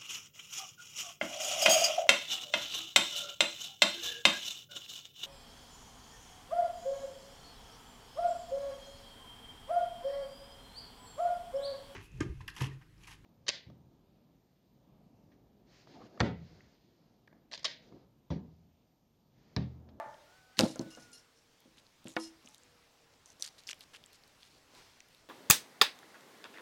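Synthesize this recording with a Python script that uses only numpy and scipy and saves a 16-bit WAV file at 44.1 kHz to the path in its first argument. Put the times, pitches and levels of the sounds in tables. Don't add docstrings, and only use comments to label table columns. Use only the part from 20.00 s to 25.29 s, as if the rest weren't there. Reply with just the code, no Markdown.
import sys
import numpy as np
from scipy import signal
from scipy.io import wavfile
from scipy.ndimage import uniform_filter1d

SR = 44100
rng = np.random.default_rng(int(sys.argv[2]) if len(sys.argv) > 2 else 0)


def file_out(sig):
    cols = np.atleast_2d(sig).T
    lim = np.clip(cols, -1, 1)
    pcm = np.round(lim * 32767).astype(np.int16)
    wavfile.write(sys.argv[1], SR, pcm)


def invert_db(x):
    u = np.asarray(x, float) / 20
    return 10 ** u


N = 233244

# start_s, level_db
GARDEN_LEVEL = [
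    (0.0, -67),
    (0.31, -64.5),
    (0.57, -67.5),
    (0.82, -60.5),
    (1.38, -69),
    (2.531, -65.5),
    (3.17, -67.5),
    (3.49, -65),
    (5.29, -66),
]
# freq_hz, density_db_per_hz
GARDEN_SPECTRUM = [(12, -48), (20, -35), (53, 2), (88, -7), (110, -3), (222, -10.5), (255, -5.5),
                   (347, -10.5), (459, -7.5), (607, -9.5), (660, -9.5), (1440, -12.5), (5380, -15.5),
                   (10200, -26.5), (16000, -30.5)]
# freq_hz, level_db, t60_s
KNOCK_MODES = [(140.3, -47.5, 4.7), (263.5, -47, 0.16), (580, -7.5, 0.74), (648, -2, 0.37),
               (680, 5.5, 0.19), (849, -19, 0.23), (876, 0.5, 0.5), (874, -10.5, 0.67), (1200, -9, 0.42),
               (1247, -21.5, 0.72), (1400, -17.5, 0.92), (1680, -20, 0.3), (1157, -1.5, 0.23),
               (1764, -11.5, 0.61), (1780, -15, 0.23), (2057, -18, 0.44), (2143, -21.5, 0.46),
               (1970, -26, 0.57), (2360, -29.5, 0.543)]
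# freq_hz, density_db_per_hz
ECHO_SPECTRUM = [(59, -67), (100, -61), (264, -22), (454, -23.5), (618, -4), (755, -19.5), (868, -2),
                 (967, -17), (1820, -18), (4000, -54), (5200, -79.5), (8800, -120)]
# start_s, peak_db, favoured_hz
BLOWS = [(0.06, -49.5, 133), (0.58, -40, 200), (.592, -21.5, 123), (.591, -20, 1500), (.5975, -18, 620),
         (.603, -29, 260), (0.607, -23, 563), (0.611, -22, 250), (.622, -19, 300), (.634, -15, 260),
         (.636, -36, 990), (.652, -26.5, 513), (0.663, -31, 330), (.676, -39, 528), (0.69, -42, 320),
         (.7, -39, 367), (.758, -37, 706), (0.7946, -24, 246), (0.8097, -28, 290), (0.827, -36, 276),
         (.861, -39.5, 285), (.973, -42.5, 686), (0.981, -47.5, 245), (1.656, -52, 333),
         (1.777, -57.5, 253), (2.054, -35, 226), (2.056, -49, 517), (2.072, -48.5, 910), (2.09, -51, 280),
         (2.449, -51.5, 300), (3.398, -53.5, 500), (3.424, -59, 395), (3.691, -61, 260), (3.696, -52, 1000),
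         (3.73, -56.5, 596), (4.736, -53.5, 430), (4.772, -65, 388), (4.811, -57, 920)]
# freq_hz, level_db, t60_s
LOADED_BOARD_MODES = [(127.6, -8.5, 0.47), (194, -11.5, 0.059), (219.2, -6, 0.15), (260, 0.5, 0.12),
                      (300, -2, 0.081), (327.1, -5, 0.14), (364, -11, 0.042), (468, -14.5, 0.058),
                      (530, 1.5, 0.17), (612, 5, 0.079), (704, -8.5, 0.17), (802, -8.5, 0.29),
                      (1010, -8, 0.12), (1380, 9.5, 0.05), (1515, 7.5, 0.029)]
# freq_hz, level_db, t60_s
FREE_BOARD_MODES = [(119, -13, 0.32), (260, -5.5, 1.8), (270, -8, 0.91)]
# start_s, peak_db, pocket_hz, treble_db
TURNING_SNAPS = [(0.143, -49, 3170, -38), (0.634, -29, 3530, -20.5), (0.7587, -36, 6650, -29.5),
                 (.7932, -29, 4250, -29), (.7934, -35, 6300, -21), (0.9503, -39.5, 5410, -28),
                 (1.118, -48, 7300, -28), (1.3884, -58, 5520, -19.5), (1.604, -49, 4270, 1),
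                 (1.7814, -47, 2980, -34), (1.8667, -47, 4200, -21), (2.0434, -47, 3850, -1),
                 (2.0725, -39, 2800, -26), (2.0828, -36.5, 7450, -20), (2.096, -47, 3730, 3.5),
                 (2.1184, -50, 3530, -12), (2.4274, -53.5, 3660, -10), (2.4602, -43, 6500, -32),
                 (2.4738, -41.5, 2800, -31), (2.4874, -43, 7900, -29), (2.5457, -39.5, 3800, -8.5),
                 (2.5812, -45, 7470, -30), (2.6344, -48, 7500, -34)]
# start_s, peak_db, pocket_hz, treble_db
BLADE_SNAPS = [(3.1374, -55.5, 3980, -23), (3.259, -39, 6400, -44), (3.3028, -44, 6140, -32),
               (3.3973, -49, 6000, 3.5), (3.5473, -59, 3810, -16), (3.585, -50, 4230, -27),
               (3.59, -45, 4230, -30), (3.594, -49, 4200, -36), (3.6364, -47, 4040, -16),
               (3.744, -49, 2560, -1), (3.7938, -48, 7160, 11), (3.808, -36.5, 4000, -11.5),
               (3.8114, -42.5, 2690, -19), (3.8324, -60, 3930, -16), (3.9479, -40.5, 2740, -26.5),
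               (3.961, -45.5, 3300, -34), (4.0392, -41, 3700, -21), (4.0609, -43, 7650, -24),
               (4.1307, -45, 3830, -2.5), (4.2365, -46.5, 4300, -17), (4.278, -49, 4110, 1),
               (4.4308, -41, 3500, -27), (4.5156, -62, 4130, -14), (4.75, -43.5, 4100, -11),
               (5.005, -43, 2530, -26), (5.004, -39, 5770, -26), (5.0862, -50, 2800, 0),
               (5.1475, -47.5, 3750, -9)]
# start_s, peak_db, pocket_hz, burst_ms
CRACKS = [(.5697, -39, 4500, 1.5), (.5712, -44, 2000, 2), (.5878, -30, 7000, .5), (.5914, -4, 4100, .25),
          (.5914, -15, 7500, .4), (.5914, -22, 10500, .5), (.5915, -16.5, 1450, 1.0),
          (.5973, -24, 8500, .6), (.5974, -24, 3000, .6), (.5916, -14.5, 3000, .6), (.612, -29, 2600, 2.5),
          (.6002, -23, 6500, .8), (.6083, -14, 4800, .4), (.6084, -21, 8000, .4), (2.1605, -47, 6000, .8),
          (2.1657, -27, 3700, .8), (3.4088, -43, 7500, 1.5), (3.4195, -44, 7500, .7),
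          (3.4235, -19.5, 4300, .9), (3.4238, -23, 6100, 1.3), (3.4305, -35, 7200, .8),
          (3.4497, -32, 4800, 1.0), (3.4623, -32, 6600, 1.8), (3.6698, -37, 5000, .8),
          (3.6734, -30, 5000, 1.2), (3.6795, -40, 4500, 1.0), (3.6895, -28, 2900, 1.6),
          (3.6905, -29, 5200, 1.2), (3.697, -32, 6000, .8), (3.6963, -33, 2900, 1.0),
          (3.6966, -45, 1500, 1.5), (3.4885, -41, 4500, 1.0), (3.475, -40, 4200, 1.5),
          (3.7075, -32, 5600, 1.2), (3.7115, -30, 5600, 1.2), (3.7095, -37, 2900, 2.5),
          (3.7125, -36, 2700, 2), (3.7163, -35, 6500, .8), (3.7301, -34, 2450, 1.6),
          (3.7305, -38, 5700, 1.2), (3.7303, -48, 1400, 1.5)]
# time_s, pitch_hz, level_db
CROWS = [
    [(0.26, 1390, -70), (0.364, 1508, -69), (0.544, 1500, -72), (0.575, 1600, -57)],
    [(0.79, 1540, -47), (0.794, 1502, -68), (1.058, 1447, -66), (1.138, 1407, -71), (1.27, 1466, -84)],
]
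# time_s, pitch_hz, level_db
FAR_CALLS = [
    [(.38, 1266, -88), (.45, 1270, -78), (.57, 1260, -77)],
    [(2.47, 864, -92), (2.5, 867, -66), (2.55, 850, -80)],
    [(2.58, 493.4, -79.5), (2.7, 490, -75.5), (2.9, 465.4, -82), (3.12, 459.5, -78), (3.18, 463, -97)],
]
# start_s, length_s, level_db, centre_hz
TEARS = [(0.573, 0.053, -46.5, 3720), (1.767, 0.038, -65, 3580), (2.057, 0.053, -60, 3500),
         (2.086, 0.059, -62.5, 6800), (2.162, 0.04, -58.5, 3580), (2.442, 0.12, -68.5, 5900),
         (3.258, 0.077, -66, 5970), (3.395, 0.034, -59, 6040), (3.425, 0.012, -50, 5000),
         (3.44, 0.013, -45.5, 4350), (3.455, 0.0048, -50, 3440), (3.459, 0.023, -50.5, 4350),
         (3.483, 0.0056, -54, 4800), (3.579, 0.029, -59.5, 4100), (3.67, 0.053, -52.5, 4440),
         (3.683, 0.035, -57, 2830), (3.703, 0.012, -54.5, 2700), (3.802, 0.041, -61, 3700),
         (3.931, 0.044, -57, 2800), (3.934, 0.028, -59.5, 1420), (4.123, 0.044, -64, 4340),
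         (4.398, 0.095, -66, 3700), (4.498, 0.091, -69.5, 4400), (5.097, 0.12, -72.5, 4100)]
# start_s, length_s, level_db, centre_hz
SPLAT = (.593, .17, -53, 3900)
# start_s, level_db
JOLTS = [
    (0.598, -44.5),
    (.636, -37),
    (.796, -43),
    (.862, -57.5),
    (.98, -60.5),
    (1.101, -73),
    (1.673, -65),
    (2.053, -53),
]
# freq_hz, level_db, t60_s
FRAME_MODES = [(121.7, -9.5, 0.36), (152.7, -0.5, 0.22), (203, 0.5, 0.215), (255, -19.5, 2),
               (320.6, 1, 0.35), (337, -26, .7), (464.6, -33.5, 3.3), (663, -27, 1.1)]
# start_s, level_db, buzz_t60_s, scrape_share, favoured_hz
KNIFE_HOPS = [(0.637, -50, 0.18, 0.98, 4270), (0.679, -55, 0.16, 0.42, 6990),
              (0.705, -57, 0.12, 0.55, 5520), (0.811, -61.5, 0.061, 0.86, 5150),
              (0.904, -58.5, 0.18, 0.23, 2840), (0.925, -66, 0.1, 0.36, 6100), (0.958, -65, 0.25, 1, 8500),
              (0.997, -62.5, 0.29, 0.49, 6300), (1.022, -64, 0.25, 0.41, 5500), (1.119, -70, .1, .1, 5150),
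              (1.129, -55.5, 0.14, 0.17, 6990), (1.15, -62, 0.065, .1, 4270),
              (1.172, -62, 0.18, 0.32, 5520), (1.197, -81, 0.11, 0.24, 4960),
              (1.36, -72.5, 0.5, 0.52, 5450), (2.197, -51.5, 0.14, 0.11, 5150),
              (2.212, -61, 0.22, 0.59, 8500), (2.222, -57, 0.14, 0.8, 6100),
              (2.234, -53.5, 0.14, 0.27, 5150), (2.249, -57.5, 0.13, 0.54, 5560),
              (2.272, -63.5, 0.1, 0.83, 6100)]
# freq_hz, width_hz, level_db
BLADE_MODES = [(2840, 24, -8.5), (3270, 28.5, -21), (4270, 27, -8.5), (4960, 46, -9.5), (5150, 29, -5.5),
               (5520, 64, -4.5), (6000, 94, -8.5), (6300, 17, -13), (6990, 37, -8), (8500, 50, -9),
               (9910, 98, -6), (11460, 90, -15)]
# freq_hz, level_db, t60_s
BARE_BOARD_MODES = [(326, -6, 0.41), (500, -3.5, .13), (221, -17.5, 0.28), (260, -21, .08),
                    (370, -8, 0.085), (618, -10, 0.1), (775, -12, .11), (943, -11, 0.18), (1274, -14, 0.15),
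                    (1454, 0, 0.041), (1933, -26.5, 0.36), (2226, 0, .05), (2800, -17, 0.069),
                    (3240, -28, 0.46), (1025, -14, 0.17)]
# start_s, level_db
SLEEVE_LEVEL = [
    (4.7, -71),
    (4.772, -58),
    (4.996, -72.5),
    (5.002, -77),
    (5.05, -75),
]
# freq_hz, density_db_per_hz
CLOTH_SPECTRUM = [(88, -36), (150, -26), (418, -6), (545, -33), (588, -23), (893, -7), (1360, -13),
                  (4930, -12), (14000, -33)]


def read(points, hz):
    f, value = np.transpose(points)
    return np.interp(np.log(hz + 1), np.log(f + 1), value)


def evened(x):
    return x / np.sqrt(np.mean(x ** 2) + 1e-20)


def add(mix, start_s, sound):
    part = mix[max(round(start_s * SR), 0):][:len(sound)]
    part += sound[:len(part)]


def spread(rows):
    s, *columns = np.transpose(rows)
    t = np.arange(s[0], s[-1], 1 / SR)
    return s[0], [np.interp(t, s, c) for c in columns]


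def band(x, lo_hz, hi_hz):
    edges_hz = np.clip([lo_hz, hi_hz], 20, 20000)
    return signal.sosfilt(signal.butter(2, edges_hz, "band", fs=SR, output="sos"), x)


def resonate(x, hz, width_hz):
    turn = np.exp(2j * np.pi * np.cumsum(hz * np.ones(len(x))) / SR)
    r = np.exp(-np.pi * width_hz / SR)
    return 2 * (turn * signal.lfilter([1 - r], [1, -r], x / turn)).real


def ring(modes, t, phases):
    return sum(invert_db(db - 60 * t / t60) * np.sin(2 * np.pi * (hz * t + p))
               for (hz, db, t60), p in zip(modes, phases))


def clicks(size, per_s, spread_db):
    chance, sign, size_draw = rng.random((size, 3)).T
    height = invert_db(spread_db * np.minimum(-np.log(size_draw + 1e-9), 4))
    return (chance < per_s / SR) * np.sign(sign - .5) * height


def hiss(spectrum, patchy_db):
    hz = np.fft.rfftfreq(1024, 1 / SR)
    a, b, patches = rng.standard_normal((N // 256 + 5, 513, 3)).T
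    patches = uniform_filter1d(patches, size=14, axis=0)
    patches = evened(uniform_filter1d(patches, size=10, axis=1))
    z = (a + 1j * b) * invert_db(read(spectrum, hz)[:, None] + patchy_db * patches)
    return evened(signal.istft(z, nperseg=1024, noverlap=768)[1][:N])


def played(x, rows):
    s, db = np.transpose(rows)
    return x * invert_db(np.interp(np.arange(N) / SR, s, db, -200, -200))


def garden():
    return played(hiss(GARDEN_SPECTRUM, patchy_db=1.5), GARDEN_LEVEL)


def knock():
    modes_db, echo_db, echo_t60_s = -44.5, -46, 0.67
    t = np.arange(N) / SR
    modes = ring(KNOCK_MODES, t, rng.random(len(KNOCK_MODES)))
    echo = hiss(ECHO_SPECTRUM, patchy_db=2.0)
    return invert_db(modes_db) * modes + invert_db(echo_db - 60 * t / echo_t60_s) * echo


def blow(boards, contact_ms, settle_t60_s, settle_db):
    t = np.arange(4096) / SR
    force = rng.standard_normal(4096) * invert_db(settle_db - 60 * t / max(settle_t60_s, .002))
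    force[0] = 1
    push = np.hanning(int(np.clip(contact_ms, .02, 8) * SR / 1000) + 3)
    sound = signal.fftconvolve(boards, np.convolve(force, push))
    return sound / abs(sound).max()


def table():
    contact_cycles, settle_t60_s, settle_db = 0.23, 0.058, -29
    damp_db_per_db, light_db = -.3, -40
    free_db, free_per_db = -45, 0.5
    thud_db, thud_t60_s, thud_ratio = -13.5, 0.097, 1.97
    out, t = np.zeros(N), np.arange(SR // 4) / SR
    free = ring(FREE_BOARD_MODES, np.arange(SR) / SR, np.zeros(len(FREE_BOARD_MODES)))
    for s, db, place_hz in BLOWS:
        luck = rng.standard_normal((len(LOADED_BOARD_MODES), 2)) * [.008, 1.5]
        choke = invert_db(damp_db_per_db * max(db - light_db, 0))
        modes = []
        for (hz, d, t60), (detune, level) in zip(LOADED_BOARD_MODES, luck):
            off_place_db = 10.0 * np.log2(hz / place_hz) ** 2
            modes.append((hz * (1 + detune), d + level - off_place_db, t60 * choke))
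        boards = invert_db(free_db + free_per_db * db) * free
        add(boards, 0, ring(modes, t, np.zeros(len(modes))))
        thud = evened(band(rng.standard_normal(len(t)), place_hz / thud_ratio, place_hz * thud_ratio))
        onset = np.minimum(t / 0.0047, 1)
        add(out, s, invert_db(db + thud_db - 60 * t / thud_t60_s) * onset * thud)
        add(out, s, invert_db(db) * blow(boards, 1000 * contact_cycles / place_hz, settle_t60_s, settle_db))
    return out


def snap(hz, treble_db, burst_ms, pocket_db):
    spike, skirt_db = 5.0, -13
    t = np.arange(2048) / SR
    u = t / (max(burst_ms, .1) / 1000)
    envelope = np.minimum(4 * u, 1) * np.exp(-u ** 2) + 0.09 * invert_db(-60 * t / 0.027)
    burst = rng.standard_normal(len(t)) * envelope
    burst[round(burst_ms * SR / 4000)] += spike
    wide = band(band(burst, .68 * hz, 1.5 * hz), .5 * hz, 1.9 * hz)
    treble = evened(band(burst, 8000, 14500))
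    pocket = evened(resonate(wide, hz, 410))
    skirt = evened(band(burst, .25 * hz, 2.4 * hz))
    sound = evened(wide) + invert_db(treble_db + 8) * treble + invert_db(pocket_db) * pocket
    sound = sound + invert_db(skirt_db) * skirt
    return sound / abs(sound).max()


def snaps():
    out = np.zeros(N)
    for s, db, hz, burst_ms in CRACKS:
        add(out, s, invert_db(db) * snap(hz, -25, burst_ms, -4))
    for s, db, hz, treble_db in TURNING_SNAPS + BLADE_SNAPS:
        pocket_db = 3 * np.log2(hz / 4000)
        add(out, s, invert_db(db) * snap(hz, treble_db, .8, pocket_db))
    return out


def birds():
    out = np.zeros(N)
    calls = [(CROWS[0], -5), (CROWS[1], -20)] + [(rows, -60) for rows in FAR_CALLS]
    for rows, half_db in calls:
        s, (hz, db) = spread(rows)
        waver = evened(uniform_filter1d(rng.standard_normal(len(hz)), size=700))
        phase = 2 * np.pi * np.cumsum(hz * (1 + 0.0033 * waver)) / SR
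        tone = np.sin(phase) + invert_db(half_db) * np.sin(phase / 2)
        level = np.sqrt(2) * invert_db(db + 0.95 * waver[::-1])
        add(out, s, level * tone * signal.windows.tukey(len(hz), .1))
    return out


def squelch():
    flesh_width_hz, tears_per_s = 18000, 1700
    gap_db, gap_width_hz = -3, 600
    out = np.zeros(N)
    for (s, length_s, db, hz), fade_db in [(SPLAT, -26)] + [(row, 0) for row in TEARS]:
        size = round(length_s * SR)
        clumps = invert_db(2.5 * evened(uniform_filter1d(rng.standard_normal(9000), size=100)))
        tears = evened(clicks(9000, tears_per_s, 2.2)) + .7 * rng.standard_normal(9000)
        tears = clumps * tears
        wet = evened(resonate(resonate(tears, hz, flesh_width_hz), hz, 7900))
        wet = wet + 0.037 * evened(band(tears, 6490, 22000))
        wet = wet + invert_db(gap_db) * evened(resonate(tears, hz, gap_width_hz))
        wet = evened(band(wet, .35 * hz, 11000)[:size])
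        wet = wet * signal.windows.tukey(size, min(.25, .01 / length_s))
        add(out, s, invert_db(db + fade_db * np.linspace(-.5, .5, size)) * wet)
    return out


def frame():
    out, t = np.zeros(N), np.arange(SR + SR // 2) / SR
    for s, db in JOLTS:
        hum = ring(FRAME_MODES, t, rng.random(len(FRAME_MODES)))
        add(out, s, invert_db(db) * np.minimum(t / 0.003, 1) * hum)
    return out * invert_db(1.7 * evened(uniform_filter1d(rng.standard_normal(N), size=1500)))


def rattle():
    touches_per_s, favour_db, favour_octaves = 780, 6.5, 0.096
    out, t = np.zeros(N), np.arange(9000) / SR
    for s, db, t60, scrape, favoured_hz in KNIFE_HOPS:
        touches = clicks(len(t), touches_per_s, 1.2) + 0.14 * rng.standard_normal(len(t))
        touches = touches * invert_db(-60 * t / t60)
        touches[0] = 0.74
        away = np.log2(np.transpose(BLADE_MODES)[0] / favoured_hz) / favour_octaves
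        share_db = 1.5 * rng.standard_normal(len(BLADE_MODES)) + favour_db * np.exp(-away ** 2)
        steel = np.zeros(len(t))
        for (hz, width_hz, mode_db), p in zip(BLADE_MODES, share_db):
            mode = resonate(resonate(touches, hz, 1.6 * width_hz), hz, 9 * width_hz)
            steel += invert_db(mode_db + p) * evened(mode)
        buzz = evened(steel) + 1.8 * scrape * evened(band(touches, 3640, 7640))
        add(out, s, invert_db(db) * buzz / np.std(buzz[:1300]))
    return out


def bone():
    crowd_db, tilt_db_per_octave, crowd_cycles = -9.5, 0.5, 66
    t = np.arange(SR // 2) / SR
    luck = rng.standard_normal((70, 2))
    hz = np.geomspace(620, 4700, len(luck)) * (1 + .008 * luck[:, 0])
    db = crowd_db + tilt_db_per_octave * np.log2(hz / 1000) + 2 * luck[:, 1]
    crowd = list(zip(hz, db, crowd_cycles / hz))
    board = ring(BARE_BOARD_MODES, t, np.zeros(len(BARE_BOARD_MODES)))
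    board = board + ring(crowd, t, rng.random(len(crowd)))
    out = np.zeros(N)
    add(out, 2.1653, invert_db(-18.5) * blow(board, .1, .008, -22))
    return out


def sleeve():
    return played(hiss(CLOTH_SPECTRUM, patchy_db=-0.5), SLEEVE_LEVEL)


def throw_back(near):
    t = np.arange(SR // 4) / SR
    yard = clicks(len(t), 2300, 1.4) * invert_db(-60 * t / 0.44) * (t > .003)
    return invert_db(-22.0) * signal.fftconvolve(near, yard / np.linalg.norm(yard))[:N]


def scene():
    near = table() + frame() + bone() + snaps() + squelch() + rattle()
    near = band(band(near, 115, 14000), 90, 17000)
    near = near + throw_back(near)
    far = garden() + knock() + birds()
    return (near + far + sleeve())[None]


def roll_off(x):
    return signal.sosfilt(signal.butter(12, 16250, fs=SR, output="sos"), x)


def record(dry):
    return roll_off(dry)


dry = scene()
out = record(dry)
file_out(out)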